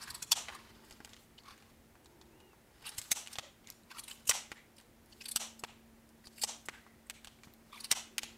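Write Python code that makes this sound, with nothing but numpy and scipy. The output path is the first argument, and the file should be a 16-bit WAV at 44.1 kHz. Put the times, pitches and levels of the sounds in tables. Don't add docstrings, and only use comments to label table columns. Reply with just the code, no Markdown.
import sys
import numpy as np
from scipy import signal
from scipy.fft import rfft, irfft
from scipy.io import wavfile

SR = 44100
rng = np.random.default_rng(int(sys.argv[2]) if len(sys.argv) > 2 else 0)


def pcm_store(signal):
    levels = np.round(np.clip(np.atleast_2d(signal), -1, 1) * 32767)
    wavfile.write(sys.argv[1], SR, levels.astype(np.int16).T)


def ratio(d):
    e = np.asarray(d, float) / 20
    return 10 ** e


N = 369161

# time in seconds, peak in dB, pivot in dB,
# edge in dB, length in ms.
SNAPS = [
    (0.3185, -13, -8.5, -12.5, 1.18),
    (3.1162, -16, -9.5, -7, 1.2),
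    (4.294, -12, -10.5, -13, 0.825),
    (5.3605, -14.5, -8.5, -11, 0.617),
    (6.4362, -15, -15, -23, 0.771),
    (7.9143, -16, -5, -11, 1.223),
]
# pitch in Hz, width in Hz, level in dB.
TOOL_MODES = [(740, 490, 5), (1255, 89, -7), (2220, 300, -20.5), (2862, 820, -0.5), (5922, 650, -1.5),
              (8140, 1400, .5), (10460, 1100, -2.5), (13260, 2000, -.5)]


def rms_one(x):
    return x / np.sqrt(np.mean(x ** 2) + 1e-20)


def unit_energy(x):
    return x / np.sqrt(np.sum(x ** 2))


def at_hz(points, hz):
    table_hz, value = np.transpose(points)
    return np.interp(np.log(hz), np.log(table_hz), value)


def band(x, low_hz, high_hz):
    return signal.sosfilt(signal.butter(2, [low_hz, high_hz], "band", fs=SR, output="sos"), x + 1e-18)


def resonance(x, hz, width_hz):
    r = np.exp(-np.pi * width_hz / SR)
    feedback = [1, -2 * r * np.cos(2 * np.pi * hz / SR), r * r]
    return signal.lfilter((1 - r * r) / 2 * np.array([1, 0, -1]), feedback, x)


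def resonate(x, modes, direct_db):
    out = ratio(direct_db) * x
    for hz, width_hz, level_db in modes:
        out = out + ratio(level_db) * resonance(x, hz, width_hz)
    return out


def grains(per_s, spread_db):
    sizes = ratio(spread_db * np.minimum(rng.exponential(1, N), 4)) * rng.choice([-1, 1], N)
    return rms_one(sizes * (rng.random(N) < per_s / SR))


def swells(rows, source, width_share, width_hz):
    out = np.zeros(N)
    for s, half_s, db, hz in rows:
        at = np.arange(max(0, int((s - 2 * half_s) * SR)), min(N, int((s + 2 * half_s) * SR)))
        width = width_share * hz + width_hz
        sung = resonance(resonance(source[at], hz, width), hz, width)
        out[at] += ratio(db) * np.exp(-((at / SR - s) / half_s) ** 4) * rms_one(sung)
    return out


def air():
    # pitch in Hz, level in dB per Hz.
    colour = [(12, -32), (30, -15), (65, -9), (193, -18.5), (228, -13), (310, -14.5), (357, -12.5),
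              (422, -17), (459, -17), (949, -22), (1090, -25), (2020, -25), (2670, -29.5), (4420, -33),
              (16000, -35)]
    hz = np.maximum(np.arange(N // 2 + 1) * SR / N, 1)
    spectrum = rfft(rng.standard_normal(N)) * ratio(at_hz(colour, hz))
    return ratio(-64.5) * rms_one(irfft(spectrum, N))


def rumble():
    settled_db, first_db, fade_s = -70, 9.5, 1.2
    lumps = ratio(3.0 * rms_one(band(rng.standard_normal(N), 3, 16)))
    level = ratio(settled_db + first_db * np.exp(-np.arange(N) / SR / fade_s) - 3.5)
    return level * lumps * rms_one(band(rng.standard_normal(N), 35, 180))


def hum():
    # time in seconds, level in dB.
    loudness = [(0, -69.5), (.25, -74), (.55, -67), (1.15, -72), (1.85, -70.5), (2.0, -81), (2.3, -69),
                (2.7, -86), (3.25, -71), (4.25, -69), (4.85, -74), (5.5, -62), (6.0, -67), (6.5, -64.5),
                (6.8, -70.5), (8.37, -64)]
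    motor_hz = 226.7
    t = np.arange(N) / SR
    wander = .5 * rms_one(np.cumsum(band(rng.standard_normal(N), 10, 11)))
    level = np.sqrt(2) * ratio(np.interp(t, *np.transpose(loudness)))
    return level * np.sin(2 * np.pi * motor_hz * t + .3 * wander)


def crunches():
    # time in seconds, energy in dB,
    # blade pitch in Hz, edge in dB, edge pitch in Hz.
    pushes = [(0.018, -22.5, 4690, -9.0, 9100), (0.028, -21.0, 4970, -8.0, 9070),
              (0.039, -23.5, 4960, -0.5, 9000), (0.066, -30.0, 3570, -13.0, 6070),
              (0.08, -20.5, 1710, -8.5, 6820), (0.092, -23.5, 1590, -7.0, 6700),
              (0.149, -18.5, 4470, 2.5, 9290), (0.16, -30.5, 4160, -1.0, 6430),
              (0.182, -35.0, 1000, 1.5, 7570), (0.552, -23.5, 1170, -1.5, 8440),
              (0.85, -43.5, 3520, 5.5, 7960), (1.46, -34.5, 1170, -14.0, 7730),
              (1.485, -26.5, 1280, -14.0, 9320), (1.51, -26.0, 1280, -15.0, 9190),
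              (1.53, -39.0, 1230, -9.0, 10130), (2.826, -35.5, 3560, -2.0, 10130),
              (2.845, -30.0, 2400, -12.0, 7800), (2.858, -21.0, 1230, -12.0, 6630),
              (2.868, -16.5, 3950, -1.0, 9800), (2.88, -17.5, 3150, -7.5, 9790),
              (3.905, -27.0, 2350, -12.5, 9970), (3.916, -18.5, 1450, -15.0, 10510),
              (3.95, -31.0, 1240, -16.0, 9630), (3.972, -26.5, 1380, -8.0, 9730),
              (3.986, -18.5, 3040, -3.5, 10120), (3.996, -22.5, 4500, 7.5, 10210),
              (6.244, -33.5, 1910, -7.0, 6580), (6.258, -33.0, 4740, -3.0, 10360),
              (7.07, -40.0, 2030, 1.0, 8190), (7.73, -26.5, 1160, -11.0, 8830),
              (7.745, -29.5, 1140, -6.0, 9430), (7.76, -28.0, 1180, -12.5, 9440),
              (7.775, -29.5, 2340, -5.0, 9980)]
    # time in seconds, energy in dB,
    # blade pitch in Hz, edge in dB, edge pitch in Hz.
    sheared = [(0.106, -15.0, 4500, -2.0, 8850), (0.227, -17.0, 4540, 7.5, 6320),
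               (0.245, -34.0, 4250, 5.5, 8650), (2.893, -21.0, 4840, 4.5, 9890),
               (2.972, -35.0, 3010, 5.0, 6700), (2.984, -14.5, 5000, 3.5, 7480),
               (2.991, -24.5, 5490, 6.0, 7660), (3.332, -24.0, 5600, 2.0, 8290),
               (3.338, -27.5, 5400, -5.0, 6350), (3.689, -29.5, 2280, -7.0, 6560),
               (3.723, -34.0, 4960, -6.5, 6060), (4.04, -25.0, 4050, 3.0, 9680),
               (4.083, -19.0, 2620, -3.0, 8300), (4.1, -25.5, 2500, 0.0, 7770),
               (4.113, -17.0, 3090, -6.0, 7270), (4.13, -33.0, 2570, 0.5, 7300),
               (4.256, -36.0, 3220, 3.5, 6630), (4.274, -21.5, 2980, 5.0, 7550),
               (4.279, -23.0, 3090, 13.0, 6500), (4.768, -38.0, 5380, -2.5, 7350),
               (4.785, -32.0, 4080, -4.0, 8800), (5.213, -21.5, 2680, -12.0, 6290),
               (5.221, -25.5, 5030, -11.0, 6010), (5.244, -30.5, 2940, 0.0, 7990),
               (5.259, -15.0, 4320, -5.0, 8410), (5.288, -17.0, 4620, 3.5, 9790),
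               (5.317, -19.5, 4430, 9.0, 9380), (5.596, -31.5, 5220, 7.5, 7810),
               (6.37, -43.0, 2790, 6.5, 8970), (6.383, -26.0, 2670, -1.0, 8700),
               (6.397, -30.5, 2700, 3.5, 8560), (6.419, -17.0, 4500, 3.0, 8810),
               (6.426, -17, 4550, 5.0, 8860), (6.66, -37.5, 5600, 13.0, 7780),
               (7.807, -23.5, 4430, 3.0, 9880), (7.845, -14.0, 4530, -3.5, 9930),
               (7.853, -22.5, 4830, -5.0, 8840), (7.87, -37.5, 3970, -0.5, 9610)]
    # pitch in Hz, width in Hz, level in dB.
    blade_modes = [(2580, 120, -12.5), (3130, 110, 5.5), (4500, 290, -6.5), (6070, 120, -24),
                   (7374, 160, -1.5), (8670, 130, 0), (9100, 80, -42.5), (10400, 110, -22),
                   (12900, 230, -40.5), (14060, 240, -15)]

    bundles = [(*row, -9, 3.6) for row in pushes] + [(*row, -19, 2.6) for row in sheared]
    out, fibres = np.zeros(N + SR), grains(14000, 2.6)
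    for s, energy_db, hz, edge_db, edge_hz, tool_db, ms in bundles:
        start = max(0, int((s - .025) * SR))
        t = ((start + np.arange(SR // 12)) / SR - s) * 1000 / ms
        torn = fibres[start:start + len(t)] * np.exp(-np.abs(t / 1.4) ** 1.5)

        modes = np.array(blade_modes) * [edge_hz / blade_modes[5][0], 3.0, 1]
        modes[:, 2] += 3.0 * rng.standard_normal(len(modes))
        modes = modes[modes[:, 0] < 18000]

        blade = unit_energy(resonance(torn, hz, 0.16 * hz) + ratio(-12) * band(torn, 1700, 5400))
        edge = unit_energy(resonate(band(torn, 5400, 12800), modes, direct_db=-10.5))
        tool = unit_energy(resonance(band(torn, 800, 1300), 1250, 500))
        crunch = blade + ratio(edge_db) * edge + ratio(tool_db - 3.5) * tool
        out[start:start + len(t)] += ratio(energy_db - 2.5) * crunch
    return out[:N]


def rasp(low_hz, count, tilt_db):
    out, rub = 0, [grains(9000, 3.0), grains(9000, 2.7)]
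    points = N // 40 + 1
    together = rms_one(band(rng.standard_normal(points), 200, 1600))
    for k in range(count):
        own = rms_one(band(rng.standard_normal(points), 100, 1000))
        patch_db = np.interp(np.arange(N) / 40, np.arange(points), 2.0 * together + 3.5 * own)
        hz = low_hz * 2 ** (k / 3)
        out = out + ratio(patch_db + tilt_db * k) * resonance(rub[k % 2], hz, hz / 4)
    return rms_one(out)


def slides():
    # time of most pressure in seconds, groove in dB, wool in dB, seconds to fade by 10 dB.
    strokes = [(0.02, -50.5, -62, 0.2075), (0.16, -60, -58.5, 0.0164), (0.52, -51, -74, .13),
               (.75, -66, -76, .2), (.85, -75, -66, .03), (1.1, -64, -68, .08), (0.92, -64, -67, 0.09),
               (1.2, -79.5, -66, 0.0561), (1.5, -57, -74, .1), (1.7, -72, -70, .08),
               (2.884, -52.5, -66, 0.1633), (3.02, -62, -56.5, 0.1047), (3.32, -56, -59, 0.08),
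               (3.68, -60, -67, .05), (3.962, -55, -62, 0.094), (4.11, -62, -55, 0.0815),
               (4.52, -55.5, -65.5, 0.0372), (4.8, -66, -66.5, 0.04), (5.12, -72, -69, .05),
               (5.26, -68.5, -58, 0.1725), (5.67, -63.5, -69.5, 0.0059), (6.4, -76, -55.5, 0.11),
               (6.74, -62, -70, 0.12), (7.25, -71.5, -74.5, 0.13), (7.45, -63.5, -62, 0.03),
               (7.79, -57.5, -59.5, 0.1732), (8.3, -63, -74, 0.28)]
    rise_share = 0.48
    t, levels = np.arange(0, N, 40) / SR, 0
    for s, groove_db, wool_db, fade_s in strokes:
        away = np.where(t < s, (s - t) / rise_share, t - s) / fade_s
        levels = levels + ratio([[groove_db], [wool_db]]) * ratio(-10 * away)
    groove, wool = [np.interp(np.arange(N) / SR, t, level) for level in levels]
    groove_rub = groove * rasp(1050, count=7, tilt_db=-1.6)
    wool_rub = wool * rasp(3980, count=6, tilt_db=-1.0)
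    return ratio(-5.0) * (groove_rub + wool_rub)


def catches():
    # time in seconds, half length in seconds, level in dB, pitch in Hz.
    caught = [(.03, .018, -56, 1570), (.03, .015, -58, 9200), (.076, .008, -56, 1100),
              (.086, .016, -54, 1600), (.145, .005, -54, 1000), (.228, .008, -56, 1500),
              (.55, .05, -62, 1800), (1.385, .006, -56, 2900), (1.4, .012, -66, 4600),
              (1.48, .03, -66, 2200), (1.49, .05, -62, 1140), (1.5, .04, -68, 4530), (1.51, .05, -67, 1620),
              (2.87, .025, -52, 2800), (2.985, .008, -50, 2900), (3.69, .03, -65, 2200),
              (3.96, .03, -65, 1300), (3.99, .012, -56, 4500), (4.11, .03, -58, 7800),
              (4.575, .025, -62, 1900), (4.62, .05, -71, 2100), (5.127, .008, -60, 4600),
              (5.127, .008, -64, 3000), (5.215, .01, -56, 2700), (5.215, .01, -56, 4800),
              (6.265, .02, -62, 4700), (6.39, .02, -63, 4700), (6.422, .008, -44, 4600),
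              (6.76, .04, -62, 1590), (6.85, .15, -73, 1980), (7.105, .008, -54, 2270),
              (7.17, .04, -71, 2270), (7.74, .015, -58, 2350), (7.75, .03, -58, 3500),
              (7.78, .01, -56, 2300), (7.807, .008, -52, 4600), (7.85, .012, -50, 4700),
              (7.85, .012, -52, 2700)]
    return swells(caught, grains(6000, 2.5), width_share=.15, width_hz=0)


def drones():
    # time in seconds, half length in seconds, level in dB, pitch in Hz.
    far_noises = [
        (.7, .25, -69, 350),
        (.7, .25, -75, 900),
        (2.3, .3, -68, 350),
        (2.3, .3, -75, 900),
        (3.46, .04, -63, 570),
        (8.2, .2, -68, 330),
    ]
    return swells(far_noises, rng.standard_normal(N), width_share=0, width_hz=110)


def part_levels(row):
    s, peak_db, pivot_db, edge_db, length_ms = row
    return peak_db - 1.0 + np.array([-15.5, pivot_db, 0, edge_db])


def through_parts(drive):
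    # lowest pitch in Hz, highest pitch in Hz.
    ranges = [(400, 1500), (1500, 3800), (3800, 7500), (7500, 15500)]
    return sum((-1) ** k * band(drive[k], *edges) for k, edges in enumerate(ranges))


def bursts(source, rise, lead, gain_db):
    drive = np.zeros((4, N))
    for row in SNAPS:
        s, length_s = row[0], row[4] / 1000
        at = np.arange(int((s - .03) * SR), int((s + .06) * SR))
        t = (at / SR - s) / length_s - lead
        shape = np.where(t < 0, np.exp(-np.abs(t / rise)), np.exp(-np.abs(t)))
        drive[:, at] += ratio(part_levels(row) + gain_db)[:, None] * shape
    return through_parts(drive * source)


def contacts():
    push_db = np.array([29.43, 18.46, 17.54, 14.5])
    drive = np.zeros((4, N))
    for row in SNAPS:
        drive[:, int(row[0] * SR)] += ratio(part_levels(row) + push_db)
    return resonate(through_parts(drive), TOOL_MODES, direct_db=-3)


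def snaps():
    spray = bursts(grains(16000, 2.0), rise=.35, lead=.7, gain_db=2.5)
    tear = bursts(grains(20000, 2.5), rise=2.6, lead=0, gain_db=-8)
    contact = contacts()
    fibres = resonate(spray, TOOL_MODES, direct_db=-1) + resonate(tear, TOOL_MODES, direct_db=-6)
    return ratio(-21) * contact + fibres, contact


def jolts():
    # time in seconds, peak in dB, pitch in Hz.
    jerks = [(0.319, -52, 51.1), (0.919, -52, 88.8), (1.003, -42.5, 296), (1.51, -56.5, 64.6),
             (2.983, -45.5, 100), (3.115, -43, 241), (3.384, -45, 113), (4.291, -43.5, 77.9),
             (4.517, -43, 338.8), (5.359, -40, 270), (5.636, -35.5, 399.7), (6.27, -52.5, 69.86),
             (6.435, -52, 215), (6.686, -39.5, 399.3), (7.272, -56.5, 50.7), (7.471, -47, 211.1),
             (7.915, -41, 231), (8.231, -54, 59.2)]
    out, t = np.zeros(N + SR), np.arange(SR // 10) / SR
    for s, peak_db, hz in jerks:
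        push = np.sin(2 * np.pi * hz * t) * np.exp(-1.6 * hz * t)
        out[int(s * SR):int(s * SR) + len(t)] += ratio(peak_db + 3) * push
    return out[:N]


def touches():
    # time in seconds, energy in dB,
    # ring pitch in Hz, crack in dB, tool in dB.
    knocks = [(0.4846, -18, 2000, -17, -10.5), (1.0478, -28, 2976, 0.5, -9),
              (1.1336, -29.5, 3560, -14.5, -14), (3.016, -28, 3130, 5, -15),
              (3.2626, -30.5, 2730, -12.5, -21), (3.356, -22, 3314, -13, -8.5),
              (3.3862, -14.5, 3270, -7.5, -6), (4.3112, -6, 1962, -6, -23),
              (4.5175, -19, 2009, -10.5, -10.5), (5.6376, -17.5, 2688, -6, -1),
              (6.2707, -28, 4570, -6.5, -12.5), (6.686, -16, 1897, -8.5, -6), (7.0986, -20, 2304, 1.5, -15),
              (7.2464, -27.5, 2270, -0.5, -19), (7.2723, -26.5, 3270, -8, -7.5),
              (7.4347, -30, 2342, -10.5, -14.5), (8.1817, -8.5, 2520, -2, -24),
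              (8.2327, -20, 3070, -2, -7.5)]
    # time in seconds, energy in dB, ring pitch in Hz, crack in dB, tool in dB.
    stragglers = [(.3222, -9, 6120, -9, -14), (.3277, -11, 3200, -6, -16), (3.1195, -15, 6000, -2, -10),
                  (3.1227, -18, 6000, -9, -14), (3.3846, -20, 2300, -8, -9), (4.2968, -8, 5150, -9, -12),
                  (4.3017, -11, 5990, -12, -16), (5.3677, -16, 3000, -4, -18), (6.4393, -11, 4700, -9, -22),
                  (6.4457, -19, 5000, -3, -17), (7.9125, -12, 2200, -14, -18), (7.9165, -10, 3000, -7, -12),
                  (7.9255, -16, 2200, -8, -8), (7.932, -21, 3000, -16, -14)]
    # time in seconds, energy in dB,
    # ring pitch in Hz, crack in dB, crack pitch in Hz.
    pings = [(.8997, -44, 4500, 4, 8300), (1.3825, -35, 4300, -20, 8000), (1.388, -33, 2900, -4, 4500),
             (1.144, -38, 2000, -20, 8000), (2.0463, -46, 3000, 4, 8560), (3.2734, -22, 2960, -3, 8000),
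             (3.282, -32, 2400, -20, 8000), (3.6728, -32, 3900, 3, 7300), (3.7019, -22, 6010, -2, 13500),
             (3.8345, -46, 4000, -2, 9000), (4.7825, -38, 3000, -3, 9000), (4.801, -40, 3000, 0, 9000),
             (4.812, -43, 4000, 0, 8000), (5.0599, -50, 5000, 6, 11000), (7.5376, -41, 4040, 6, 14500)]
    # time in seconds, energy in dB,
    # ring pitch in Hz, crack in dB.
    light = [(0.4906, -27, 1750, -16), (0.5005, -29.5, 1534, -11.5), (0.9096, -33.5, 3070, 0.5),
             (0.9252, -34.5, 4720, -8.5), (1.004, -33, 1615, -14), (1.075, -40.5, 1610, -3),
             (1.093, -40, 3560, -3), (1.1657, -36.5, 2930, -7), (1.4357, -43, 4470, -17),
             (1.5782, -44, 2110, 1.5), (1.624, -40, 2400, -9), (1.9536, -41.5, 1490, -13),
             (2.0584, -37, 3850, -6.5), (2.2139, -35.5, 3680, -17.5), (2.403, -43.5, 2540, -1.5),
             (2.5321, -43, 1310, -12.5), (2.8092, -47.5, 3095, -4.5), (2.9489, -47, 1797, 9),
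             (3.644, -44, 3140, -10), (5.1263, -40, 4580, -15), (6.0909, -48.5, 5050, 4.5),
             (6.865, -35, 1100, -20), (7.3884, -44, 2280, -12), (7.4725, -42, 1304, -9.5)]
    crack_hz = 7990
    rows = [(*row, crack_hz, -4.5) for row in knocks]
    rows += [(*row, crack_hz, -8) for row in stragglers]
    rows += [(*row[:4], -24, row[4], -12) for row in pings]
    for row in light:
        tool_db = -3.5 - 4.5 * np.log2(row[2] / 2000)
        rows.append((*row, tool_db, crack_hz, -3.5))
    return rows


def ticks():
    chatter_ms, table_echo_s, table_echo_db = .5, .009, -12
    out, click = np.zeros((2, N + SR)), np.zeros(SR // 20)
    click[0] = 1
    knock = unit_energy(resonate(band(click, 370, 1600), TOOL_MODES[:2], direct_db=-1.5))
    fading = np.exp(-np.arange(SR // 200) * 1000 / SR / chatter_ms)
    for s, energy_db, hz, edge_db, tool_db, crack_hz, rattle_db in touches():
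        contact = click.copy()
        contact[:len(fading)] += ratio(-9) * rng.standard_normal(len(fading)) * fading

        crack = resonance(band(contact, .75 * crack_hz, min(1.3 * crack_hz, 18000)), crack_hz, 1800)
        crack = crack + ratio(rattle_db * 1.8 - 5.5) * band(click, 6500, 17500)
        body = unit_energy(band(click, .6 * hz, 1.8 * hz))
        ring = unit_energy(resonance(contact, hz, 0.1 * hz))
        echo = ratio(table_echo_db + rattle_db + 4) * np.roll(ring, int(table_echo_s * SR))
        tick = unit_energy(ring + .4 * body) + echo
        tick = tick - ratio(tool_db) * knock - ratio(edge_db) * unit_energy(crack)

        wide = ratio(edge_db - 2.0) * unit_energy(band(click, .55 * crack_hz, 14000))
        loose = unit_energy(unit_energy(resonance(click, hz, .6 * hz)) + body)
        loose = loose - ratio(tool_db) * knock - wide
        at = slice(int(s * SR), int(s * SR) + len(click))
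        out[0, at] += ratio(energy_db - .6) * tick
        out[1, at] += ratio(energy_db + rattle_db + 3.5) * loose
    return out[:, :N]


def squeak():
    middle_s, half_s, top_hz, sag_hz = 2.43, 0.115, 2860, 380
    u = (np.arange(N) / SR - middle_s) / half_s
    hz = top_hz - sag_hz * np.minimum(u ** 2, 2) ** 1.5
    broken = ratio(4.0 * rms_one(band(rng.standard_normal(N), 12, 70)))
    return ratio(-71.5) * broken * np.exp(-u ** 2) * np.sin(2 * np.pi * np.cumsum(hz) / SR)


def near_answer(ms, white):
    # delay in ms, level in dB.
    reflections = [(.4, -26), (3, -24.5), (5, -30.5), (9, -29), (12, -33), (15, -46), (22, -53), (40, -68)]
    dull_hz, dull_db_per_ms = 9000, .3
    top = band(white, dull_hz, 19000)
    dulled = white - top * (1 - ratio(-dull_db_per_ms * ms))
    return dulled * ratio(np.interp(ms, *np.transpose(reflections), right=-120))


def far_answer(t, white):
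    # pitch in Hz, seconds to fade by 60 dB.
    fade_times = [(300, 0.43), (1000, 0.35), (2500, 0.37), (6000, 0.31), (12000, 0.27)]
    # pitch in Hz, level in dB.
    wall_levels = [(300, -48), (900, -40.5), (1400, -42), (2500, -37), (4000, -36), (6500, -35.5),
                   (9000, -37.5), (12000, -41)]
    start_s, swell_s, echo_s = 0.02787, .017, 0.056
    since, far = np.maximum(t - start_s, 0), 0
    for k, hz in enumerate(200 * 2 ** np.arange(0, 6.4, .5)):
        dying = ratio(at_hz(wall_levels, hz) - 60 * since / at_hz(fade_times, hz))
        far = far + band(white[k % 2], hz / 1.19, hz * 1.19) * dying
    click = np.zeros(len(t))
    click[int(echo_s * SR)] = 1
    echo = ratio(-14.5) * band(click, 720, 1050)
    return far * (1 - np.exp(-(since / swell_s) ** 2)) + echo


def room(direct, rattling, radiated):
    t = np.arange(SR // 2 + SR // 4) / SR
    ms = t[:SR // 20] * 1000
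    pose = (np.arange(N) / SR // .37) % 5
    radiated = radiated - .5 * resonance(radiated, 4850, 1000)
    for place in range(5):
        white = rng.standard_normal((2, len(t)))
        near = near_answer(ms, white[0, -len(ms):])
        far = far_answer(t, white)
        direct = direct + signal.oaconvolve(rattling * (pose == place), near)[:N]
        direct = direct + signal.fftconvolve(radiated * (pose == place), far)[:N]
    return direct


def scene():
    rubbing = crunches() + slides()
    crack, contact = snaps()
    tick, rattle = ticks()
    rattling = crack + rattle + ratio(-4) * rubbing
    radiated = ratio(3.5) * contact + ratio(-2.5) * rattle + ratio(-6.5) * tick + ratio(-2.5) * rubbing
    close = room(crack + tick + rubbing, rattling, radiated)
    mono = close + air() + rumble() + hum() + catches() + drones() + jolts() + squeak()
    return np.array([mono, mono])


def top_cut(x):
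    return signal.sosfilt(signal.butter(12, 16990, fs=SR, output="sos"), x)


def record(dry):
    dry = .45 * np.tanh(dry / .45)
    wavering = rms_one(band(rng.standard_normal(N), 22, 300))
    shelf = dry[0] + ratio(2) * band(dry[0], 11000, 17000) + ratio(4.5) * band(dry[0], 20, 500)
    difference = ratio(-31) * wavering * shelf + ratio(-18) * band(air(), 8000, 16000)
    pair = dry + difference * [[1], [-1]]
    pair = signal.sosfilt(signal.cheby2(8, 19, 16000, fs=SR, output="sos"), pair)
    mix = signal.sosfilt(signal.cheby2(10, 50, 17300, fs=SR, output="sos"), pair)
    return top_cut(mix)


dry = scene()
out = record(dry)
pcm_store(out)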